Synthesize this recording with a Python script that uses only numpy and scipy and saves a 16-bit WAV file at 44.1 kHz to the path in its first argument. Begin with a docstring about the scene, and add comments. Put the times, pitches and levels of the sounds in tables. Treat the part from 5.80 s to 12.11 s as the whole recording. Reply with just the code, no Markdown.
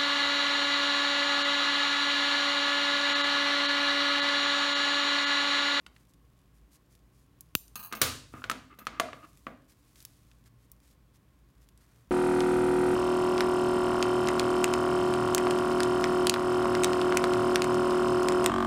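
"""A suture is tied with steel instruments over a table in a small room, above a low ventilation rumble.
Jaws tick close to the microphone with a light knock, then thread and gloves rustle. At 1.75 s scissors
snip; an instrument skids, clinks and is laid down with a clack and a thud. Until 3.7 s others knock and
slide, sounding the table's top, frame and hollow panel. Small ticks and rustling close the scene."""
import sys
import numpy as np
from scipy import signal
from scipy.fft import rfft, irfft, next_fast_len
from scipy.io import wavfile

SR = 44100
rng = np.random.default_rng(int(sys.argv[2]) if len(sys.argv) > 2 else 0)


def inscribe(sig):
    """Save sig as 16-bit PCM at rate SR to the path in sys.argv[1].

    A 1-D sig is mono; a 2-D sig holds one channel per row.
    Samples are clipped to [-1, 1] before scaling.
    """
    pcm = np.round(np.clip(np.atleast_2d(sig).T, -1, 1) * 32767)
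    wavfile.write(sys.argv[1], SR, pcm.astype(np.int16))


N = 278226
TIME = np.arange(N) / SR
AGE = TIME[:SR * 3 // 4]  # time since a contact [s]

# knocks on the table: (time [s], level [dB], contact low-pass [Hz], pitch of the top at that spot [Hz],
# top [dB], frame boom [dB], hollow panel [dB])
TABLE_KNOCKS = [(0.0656, -8.5, 8400, 1454, 3.5, 0.5, -35), (2.115, -8, 1792, 1260, 4.5, -3.5, -1),
                (2.1253, 6.5, 6500, 1230, -0.5, -2.5, -6.5), (2.134, 6, 3500, 1190, 2.5, 2, 0),
                (2.14, 2, 3200, 1400, -8, -8, -8.5), (2.171, -2.5, 6000, 1264, -8.5, -11.5, -5),
                (2.2103, -4.5, 4040, 1271, 0, -10, -11), (2.2152, 9, 7070, 1238, -16, 14, -2.5),
                (2.5388, -1.5, 1700, 1340, -4, 13, -4), (2.6198, -4, 2000, 1384, 2, -6, -14),
                (2.641, 6.5, 5130, 1470, 4, -5, -2.5), (2.6986, 12, 12500, 1283, 9, 2.5, -2),
                (2.714, 11, 9450, 1329, 4.5, -5, -39), (2.988, -3.5, 3040, 1300, -12, -1, -4.5),
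                (3.069, 10.5, 7210, 1267, 5, -2.5, -14), (3.1988, 16.5, 11000, 1153, 4.5, -24, 7.5),
                (3.2016, 13.5, 2200, 1246, -7.5, 0, 11.5), (3.287, -4, 1500, 1215, 9.5, -15, -15),
                (3.3312, 1, 3530, 1150, 2.5, -25, 1), (3.6679, 9, 1970, 1153, -1.5, 4, 1.5)]
# the table top, retuned by each knock: (frequency [Hz], width [Hz], gain [dB])
TOP_MODES = [(1221, 62, -0.5), (1204, 230, -17), (1514, 330, -20), (2070, 160, -17.5), (2550, 130, -19)]
# the boom of its frame: (frequency [Hz], width [Hz], gain [dB])
FRAME_MODES = [(261.5, 9.3, -0.5), (311, 38, -6.5), (385, 70, -24.5)]
# its hollow panel: (frequency [Hz], width [Hz], gain [dB])
PANEL_MODES = [(480, 37, -19), (550, 29, -5.5), (630, 40, -13), (684, 13, -14)]
# EQ of a knock's clatter: (frequency [Hz], gain [dB])
CLATTER_EQ = [(70, -35.5), (160, -19.5), (300, -12.5), (520, -18), (830, -18.5), (1150, -9), (1800, -12),
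              (2800, -15.5), (4800, -19.5), (7000, -20), (9500, -20.5), (16000, -18)]
# steel meets steel or table: (time [s], crack [dB], ring [dB], room send [dB], ring time [factor])
STEEL_CLINKS = [(1.9562, -14, 1, -7.5, 0.36), (1.9925, -26, -12, -8.5, 0.56),
                (2.0285, -29, -13.5, -8.5, .6), (2.1257, -13, -16.5, -10, 0.5),
                (2.151, -16.5, -8, -13, 1.4), (2.216, 10, -4.5, 3, 0.77), (2.9893, -26, -11.5, -2.5, .4),
                (3.6656, -37.5, -33, 8, 0.77)]
# EQ of a clink's crack: (frequency [Hz], gain [dB])
CRACK_EQ = [(100, -6), (300, -12), (520, -2), (800, -11.5), (1150, 2), (2000, -0.5), (4000, 1), (5500, 0),
            (8300, -1.5), (11000, -3), (15500, -3)]
# ring of the instrument: (frequency [Hz], gain [dB], base t60 [s])
STEEL_MODES = [(220.6, -44, 0.12), (1076, -48, .2), (1227, -43.5, 0.3), (1580, -48.5, 0.18),
               (2500, -52, 0.19), (2670, -45, 0.15), (4095, -49, 0.06), (4250, -53, 0.12), (4480, -53, 0.1),
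               (6100, -54.5, 0.15), (6527, -49.5, .2), (8470, -51, 0.11), (9200, -52, .3),
               (8800, -52.5, 0.089), (10140, -56, 0.18), (11400, -53.5, 0.2), (11800, -46.5, 0.19),
               (11530, -43, .22), (11580, -49.5, .2), (13590, -51, .8), (13860, -50.5, 0.25),
               (14250, -54, .15), (15390, -40, .15)]
# the blades bite through and hit their stop: (time [s], level [dB], t60 [s], high-pass [Hz])
SNIP_HITS = [(1.7519, 3, 0.0018, 189), (1.7527, 0, .003, 1508), (1.755, -6, .014, 9600)]
# EQ of the snip: (frequency [Hz], gain [dB])
SNIP_EQ = [(300, -3), (800, -2), (1300, 1), (1700, -3.5), (2500, 5), (4000, 0.5), (7000, -4), (10000, 0.5),
           (13500, 3), (16000, -3.5)]
# ring of the blades: (frequency [Hz], gain [dB], t60 [s])
BLADE_MODES = [(5423, -55.5, .33), (5749, -58, .35), (7220, -46, 0.24), (8860, -57, .3),
               (11110, -78.5, 0.35), (12000, -53, 0.19), (12770, -51, .18)]
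# jaws and ratchets close by: (time [s], level [dB], high-pass [Hz], low-pass [Hz])
JAW_TICKS = [(0.0643, -15, 1760, 3000), (0.1641, -23, 1310, 3100), (1.6078, -17, 7200, 18300),
             (1.8806, -29, 4470, 11300), (3.5735, -33, 2190, 12000), (4.158, -28.5, 2470, 8170),
             (4.204, -25, 3130, 9000), (4.226, -26, 5500, 14000), (4.2511, -16, 2300, 18000),
             (4.5149, -26.5, 1900, 3630), (4.9167, -19.5, 9570, 17820), (5.976, -32, 5080, 10800)]
# the instrument skids on its edge as it is lowered: (start [s], length [s], rasp [dB], squeak [dB])
EDGE_SKIDS = [(1.958, .015, -43.5, -55.5), (1.991, .008, -44, -56), (2.023, .033, -47.5, -48),
              (2.149, .025, -53, -61)]
# steel is pushed across the table: (start [s], length [s], level [dB])
TABLE_SLIDES = [(2.12, 0.025, -59), (2.24, 0.094, -46), (2.524, 0.074, -51.5), (2.79, 0.075, -66.5),
                (2.891, 0.05, -54.5), (2.988, 0.04, -53.5), (3.116, 0.07, -50.5), (3.338, 0.072, -62),
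                (3.417, 0.034, -50.5)]
# the weight of the hand lands on the table: (time [s], level [dB])
HAND_THUDS = [(2.219, 4.5), (2.243, 9), (2.538, 5.5)]
# sway of the whole table: (frequency [Hz], width [Hz], gain [dB])
THUD_MODES = [(108, 31, 1.5), (125, 16, -4)]
# thread and gloves rub: (middle [s], length [s], level [dB], high-pass [Hz])
RUB_SWELLS = [(0.193, 0.17, -71.5, 1200), (0.3, 0.049, -68.5, 4000), (0.767, 0.081, -70.5, 3000),
              (0.943, 0.071, -59.5, 2830), (1.133, 0.09, -67, 3000), (1.392, 0.17, -69, 4000),
              (2.594, 0.26, -62, 3500), (3.513, 0.47, -65.5, 3000), (3.908, 0.064, -62, 2500),
              (4.196, 0.097, -59, 2640), (4.255, 0.84, -67, 2420), (4.67, 0.042, -61, 1500),
              (4.83, .1, -70.5, 2506), (5.079, 0.16, -65, 2440), (5.356, 0.045, -65, 1590),
              (5.83, 0.073, -67.5, 1610), (6.022, 0.096, -66.5, 1110), (6.153, 0.27, -70.5, 796)]
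# EQ of the rustle: (frequency [Hz], gain [dB])
RUB_EQ = [(1500, 8), (3000, -0.5), (6000, 0.5), (9000, -0.5), (13000, -2.5), (16000, -7.5)]
# EQ of the ventilation's rumble and hiss: (frequency [Hz], gain [dB])
AIR_EQ = [(30, -10.5), (55, 3), (90, -7), (140, -4), (200, -8.5), (300, -14), (450, -18.5), (800, -25.5),
          (1500, -27), (3000, -32), (6000, -37.5), (10000, -38), (16000, -37.5)]
# its drones: (frequency [Hz], width [Hz], level [dB])
VENT_DRONES = [(54.2, 2.7, -66), (118, 1.6, -70), (287, 11, -78), (1083, 64, -81.5)]
# decay of the room: (frequency [Hz], t60 [s])
ROOM_T60 = [(100, 0.69), (260, 0.47), (700, 0.4), (1840, 0.41), (4850, 0.46), (9000, 0.45), (14000, 0.21)]
# EQ of the reverb: (frequency [Hz], gain [dB])
ROOM_EQ = [(60, -0.5), (110, 16.5), (180, 4), (300, 4), (410, -2.5), (650, 6), (1250, -3), (4000, -3.5),
           (8000, -7.5), (15000, -7)]

TICK_T60_S = 0.02  # the fingers damp every tick alike


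def knocks(clatter_t60, top_send_db, room_db):
    """Blows drive the table's top, frame and panel by where they land; a soft contact loses treble."""
    out, send = np.zeros(N), np.zeros(N)
    click = signal.unit_impulse(len(AGE))
    frame, panel = resonate(click, FRAME_MODES), resonate(click, PANEL_MODES)
    pulse = equalise(click, CLATTER_EQ)
    for s, db, contact_hz, top_hz, top_db, frame_db, panel_db in TABLE_KNOCKS:
        retuned = [(hz * top_hz / TOP_MODES[0][0], width, gain) for hz, width, gain in TOP_MODES]
        top = from_db(top_db) * resonate(click, retuned)
        boom = from_db(frame_db) * frame + from_db(panel_db) * panel
        clatter = equalise(burst(clatter_t60, edge=0.16), CLATTER_EQ)
        add(out, s, from_db(db) * cut(top + boom + clatter, contact_hz, "low"))
        # the table's modes are strong nearby and spread less into the room
        spread = pulse + from_db(top_send_db) * top + from_db(-2) * boom
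        add(send, s, from_db(db + room_db) * cut(spread, contact_hz, "low"))
    return out, cut(send, 9000, "low", order=1)


def clinks(crack_t60, ring_send_db):
    """Steel cracks on contact and rings as the fingers allow; thin shanks feed the room only weakly."""
    out, send = np.zeros(N), np.zeros(N)
    # summed over all directions the crack is one clean pulse
    pulse = equalise(signal.unit_impulse(len(AGE)), CRACK_EQ)
    for s, crack_db, ring_db, room_db, sustain in STEEL_CLINKS:
        held_modes = [(hz, db, t60 * sustain) for hz, db, t60 in STEEL_MODES]
        tone = from_db(ring_db) * ring(held_modes, uneven_db=2.5)
        crack = from_db(crack_db) * equalise(burst(crack_t60), CRACK_EQ)
        add(out, s, crack + tone)
        add(send, s, from_db(room_db) * (from_db(crack_db) * pulse + from_db(ring_send_db) * tone))
    return out, send


def snip(ring_db, thump_db, thump_hz, room_db, send_highpass_hz):
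    """Scissors snap shut and ring faintly; the released thread jolts the practice pad with a thump."""
    blades, thump = np.zeros(N), np.zeros(N)
    for s, db, t60, highpass_hz in SNIP_HITS:
        bite = equalise(burst(t60, edge=0.7), SNIP_EQ)
        add(blades, s, from_db(db) * cut(bite, highpass_hz, "high", order=1))
    shut_s = SNIP_HITS[1][0]
    add(blades, shut_s, from_db(ring_db) * ring(BLADE_MODES, uneven_db=1.5))
    jolt = cut(signal.unit_impulse(len(AGE)), thump_hz, "low")
    add(thump, shut_s, from_db(thump_db) * cut(jolt, 70, "high"))
    return blades - thump, from_db(room_db) * cut(blades, send_highpass_hz, "high")


def ticks(room_db):
    """Jaws held in the hand meet in tiny damped clicks."""
    out = np.zeros(N)
    for s, db, highpass_hz, lowpass_hz in JAW_TICKS:
        tick = cut(burst(TICK_T60_S, edge=0.76), highpass_hz, "high")
        add(out, s, from_db(db) * cut(tick, lowpass_hz, "low"))
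    return out, from_db(room_db) * out


def skids(width_hz, attack_s, release_t60, room_db):
    """Rapid slips drive the steel's modes, which the contact damps and widens; the edge squeaks."""
    slips = grains(per_s=1400, spread_db=2)
    rasp = unit_rms(resonate(slips, [(hz, width_hz, db) for hz, db, _ in STEEL_MODES[1:]]))
    squeak_modes = [(12200, 220, -4), (12400, 300, 0.5), (12900, 700, -6.5), (15400, 500, -1.5)]
    squeak = unit_rms(resonate(slips, squeak_modes))
    out = np.zeros(N)
    for s, length, rasp_db, squeak_db in EDGE_SKIDS:
        scrape = from_db(rasp_db) * rasp + from_db(squeak_db) * squeak
        out += stroke(s, length, attack_s, release_t60) * scrape
    return out, from_db(room_db) * out


def slides(lowpass_hz, frame_db, panel_db, attack_s, release_t60, room_db):
    """Dense stick and slip of steel on the table keeps its top humming."""
    slips = cut(grains(per_s=6000, spread_db=1.5), lowpass_hz, "low")
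    body = resonate(slips, TOP_MODES)
    body += from_db(frame_db) * resonate(slips, FRAME_MODES)
    body += from_db(panel_db) * resonate(slips, PANEL_MODES)
    push = sum(from_db(db) * stroke(s, length, attack_s, release_t60) for s, length, db in TABLE_SLIDES)
    out = push * unit_rms(body)
    return out, from_db(room_db) * out


def thuds(room_db):
    """A soft, heavy push of the hand sways the whole table."""
    out = np.zeros(N)
    sway = cut(resonate(signal.unit_impulse(len(AGE)), THUD_MODES), 170, "low")
    for s, db in HAND_THUDS:
        add(out, s, from_db(db) * sway)
    return out, from_db(room_db) * out


def rustle(crackles_per_s, crackle_db, crackle_highpass_hz, room_db):
    """Thread runs through the jaws and gloves brush: short swells of grainy hiss."""
    hiss = unit_rms(equalise(grains(per_s=3500, spread_db=1), RUB_EQ))
    # the hands never rest quite still: faint crackles at random
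    twitches = grains(per_s=crackles_per_s, spread_db=4)
    crackle = signal.fftconvolve(twitches, burst(TICK_T60_S, edge=0.5))[:N]
    out = from_db(crackle_db) * unit_rms(cut(equalise(crackle, RUB_EQ), crackle_highpass_hz, "high"))
    for s, length, db, highpass_hz in RUB_SWELLS:
        during = np.abs(TIME - s) < length / 2
        swell = np.cos(np.pi * (TIME[during] - s) / length)
        out[during] += from_db(db) * swell * cut(hiss[during], highpass_hz, "high")
    return out, from_db(room_db) * out


def ventilation(air_db):
    """A steady bed of rumble and hiss with a few narrow drones."""
    drones = sum(from_db(db) * unit_rms(resonate(rng.standard_normal(N), [(hz, width, 0)]))
                 for hz, width, db in VENT_DRONES)
    return drones + from_db(air_db) * unit_rms(equalise(rng.standard_normal(N), AIR_EQ))


def room(send, build_s):
    """Diffuse echoes build up within milliseconds and die sooner in the treble."""
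    noise, hz = rfft(rng.standard_normal(len(AGE))), np.fft.rfftfreq(len(AGE), 1 / SR)
    edges_hz, tail = np.geomspace(40, 20000, 19), 0
    onset = 1 - np.exp(-(AGE / build_s) ** 2)
    for low, high in zip(edges_hz, edges_hz[1:]):
        centre = np.sqrt(low * high)
        envelope = onset * fade(at_hz(ROOM_T60, centre))
        band = irfft(noise * ((hz >= low) & (hz < high)), len(AGE))
        tail += from_db(at_hz(ROOM_EQ, centre)) * band * envelope / np.linalg.norm(envelope)
    return signal.fftconvolve(send, tail)[:N]


def ring(modes, uneven_db):
    """Decaying sines: each touch gives every mode a strength and sign of its own."""
    out = 0
    for hz, db, t60 in modes:
        gain = rng.choice([-1, 1]) * from_db(db + uneven_db * rng.standard_normal())
        out += gain * np.sin(2 * np.pi * hz * AGE) * fade(t60)
    return out


def burst(t60, edge=0):
    """Countless close modes struck at once: dying noise of unit energy; edge adds a close-up click."""
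    x = rng.choice([-1, 1], len(AGE)) * fade(t60)
    x = x / np.linalg.norm(x) + edge * signal.unit_impulse(len(AGE))
    return x / np.linalg.norm(x)


def grains(per_s, spread_db):
    """Random micro-slips of uneven size, at unit rms."""
    size = from_db(spread_db * np.minimum(rng.exponential(1, N), 4))
    slipping = rng.random(N) < per_s / SR
    return unit_rms(slipping * size * rng.standard_normal(N))


def stroke(start, length, attack_s, t60):
    """Friction builds up, holds while the push lasts, then dies away."""
    rise = np.clip((TIME - start) / attack_s, 0, 1)
    return rise * from_db(-60 * np.clip((TIME - start - length) / t60, 0, 2))


def fade(t60):
    """Exponential decay after a contact."""
    return from_db(-60 * AGE / t60)


def resonate(x, modes):
    """Parallel resonators: (frequency [Hz], width [Hz], gain [dB])."""
    out = 0
    for hz, width, db in modes:
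        radius = np.exp(-np.pi * width / SR)
        feedback = [1, -2 * radius * np.cos(2 * np.pi * hz / SR), radius ** 2]
        out += from_db(db) * (1 - radius ** 2) / 2 * signal.lfilter([1, 0, -1], feedback, x + 1e-18)
    return out


def equalise(x, curve):
    """Minimum-phase EQ: nothing sounds ahead of the attack."""
    size = 2 * next_fast_len(len(x))
    gain = from_db(at_hz(curve, np.fft.rfftfreq(size, 1 / SR)))
    cepstrum = irfft(np.log(gain))
    cepstrum[1:size // 2] *= 2
    cepstrum[size // 2 + 1:] = 0
    return irfft(rfft(x, size) * np.exp(rfft(cepstrum)))[:len(x)]


def cut(x, hz, kind, order=2):
    """Causal low- or high-pass."""
    sections = signal.butter(order, min(hz, 0.45 * SR), kind, fs=SR, output="sos")
    return signal.sosfilt(sections, x + 1e-18)


def at_hz(curve, hz):
    """Read a curve on a log-frequency axis."""
    points_hz, values = np.transpose(curve)
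    return np.interp(np.log(np.maximum(hz, 1)), np.log(points_hz), values)


def from_db(db):
    """Decibels to gain."""
    return 10 ** (np.asarray(db) / 20)


def unit_rms(x):
    """Scale to unit rms."""
    return x / np.sqrt(np.mean(x ** 2) + 1e-20)


def add(track, s, sound):
    """Mix a sound in at time s."""
    at = round(s * SR)
    track[at:at + len(sound)] += sound[:N - at]


def scene():
    """Each contact layer gives direct sound and a send to one shared room; the mix is mono."""
    direct, send = np.sum([
        ticks(room_db=-11),
        snip(ring_db=-7, thump_db=13, thump_hz=278, room_db=-8, send_highpass_hz=7500),
        clinks(crack_t60=0.045, ring_send_db=-9),
        skids(width_hz=97, attack_s=0.0074, release_t60=0.12, room_db=-3.5),
        knocks(clatter_t60=0.029, top_send_db=-16, room_db=-2),
        thuds(room_db=-7.5),
        slides(lowpass_hz=2680, frame_db=0.5, panel_db=-11,
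               attack_s=0.022, release_t60=0.053, room_db=-8),
        rustle(crackles_per_s=110, crackle_db=-82, crackle_highpass_hz=2780, room_db=-12.5)], axis=0)
    return (direct + room(send, build_s=0.003) + ventilation(air_db=-63.5))[None]


def record(dry):
    """The microphone drops the deepest bass; the top is cut steeply."""
    thinned = cut(dry, hz=42, kind="high", order=5)
    cutoff_hz = 15900
    return signal.sosfilt(signal.ellip(10, 0.1, 80, cutoff_hz, fs=SR, output="sos"), thinned)


dry = scene()
out = record(dry)
inscribe(out)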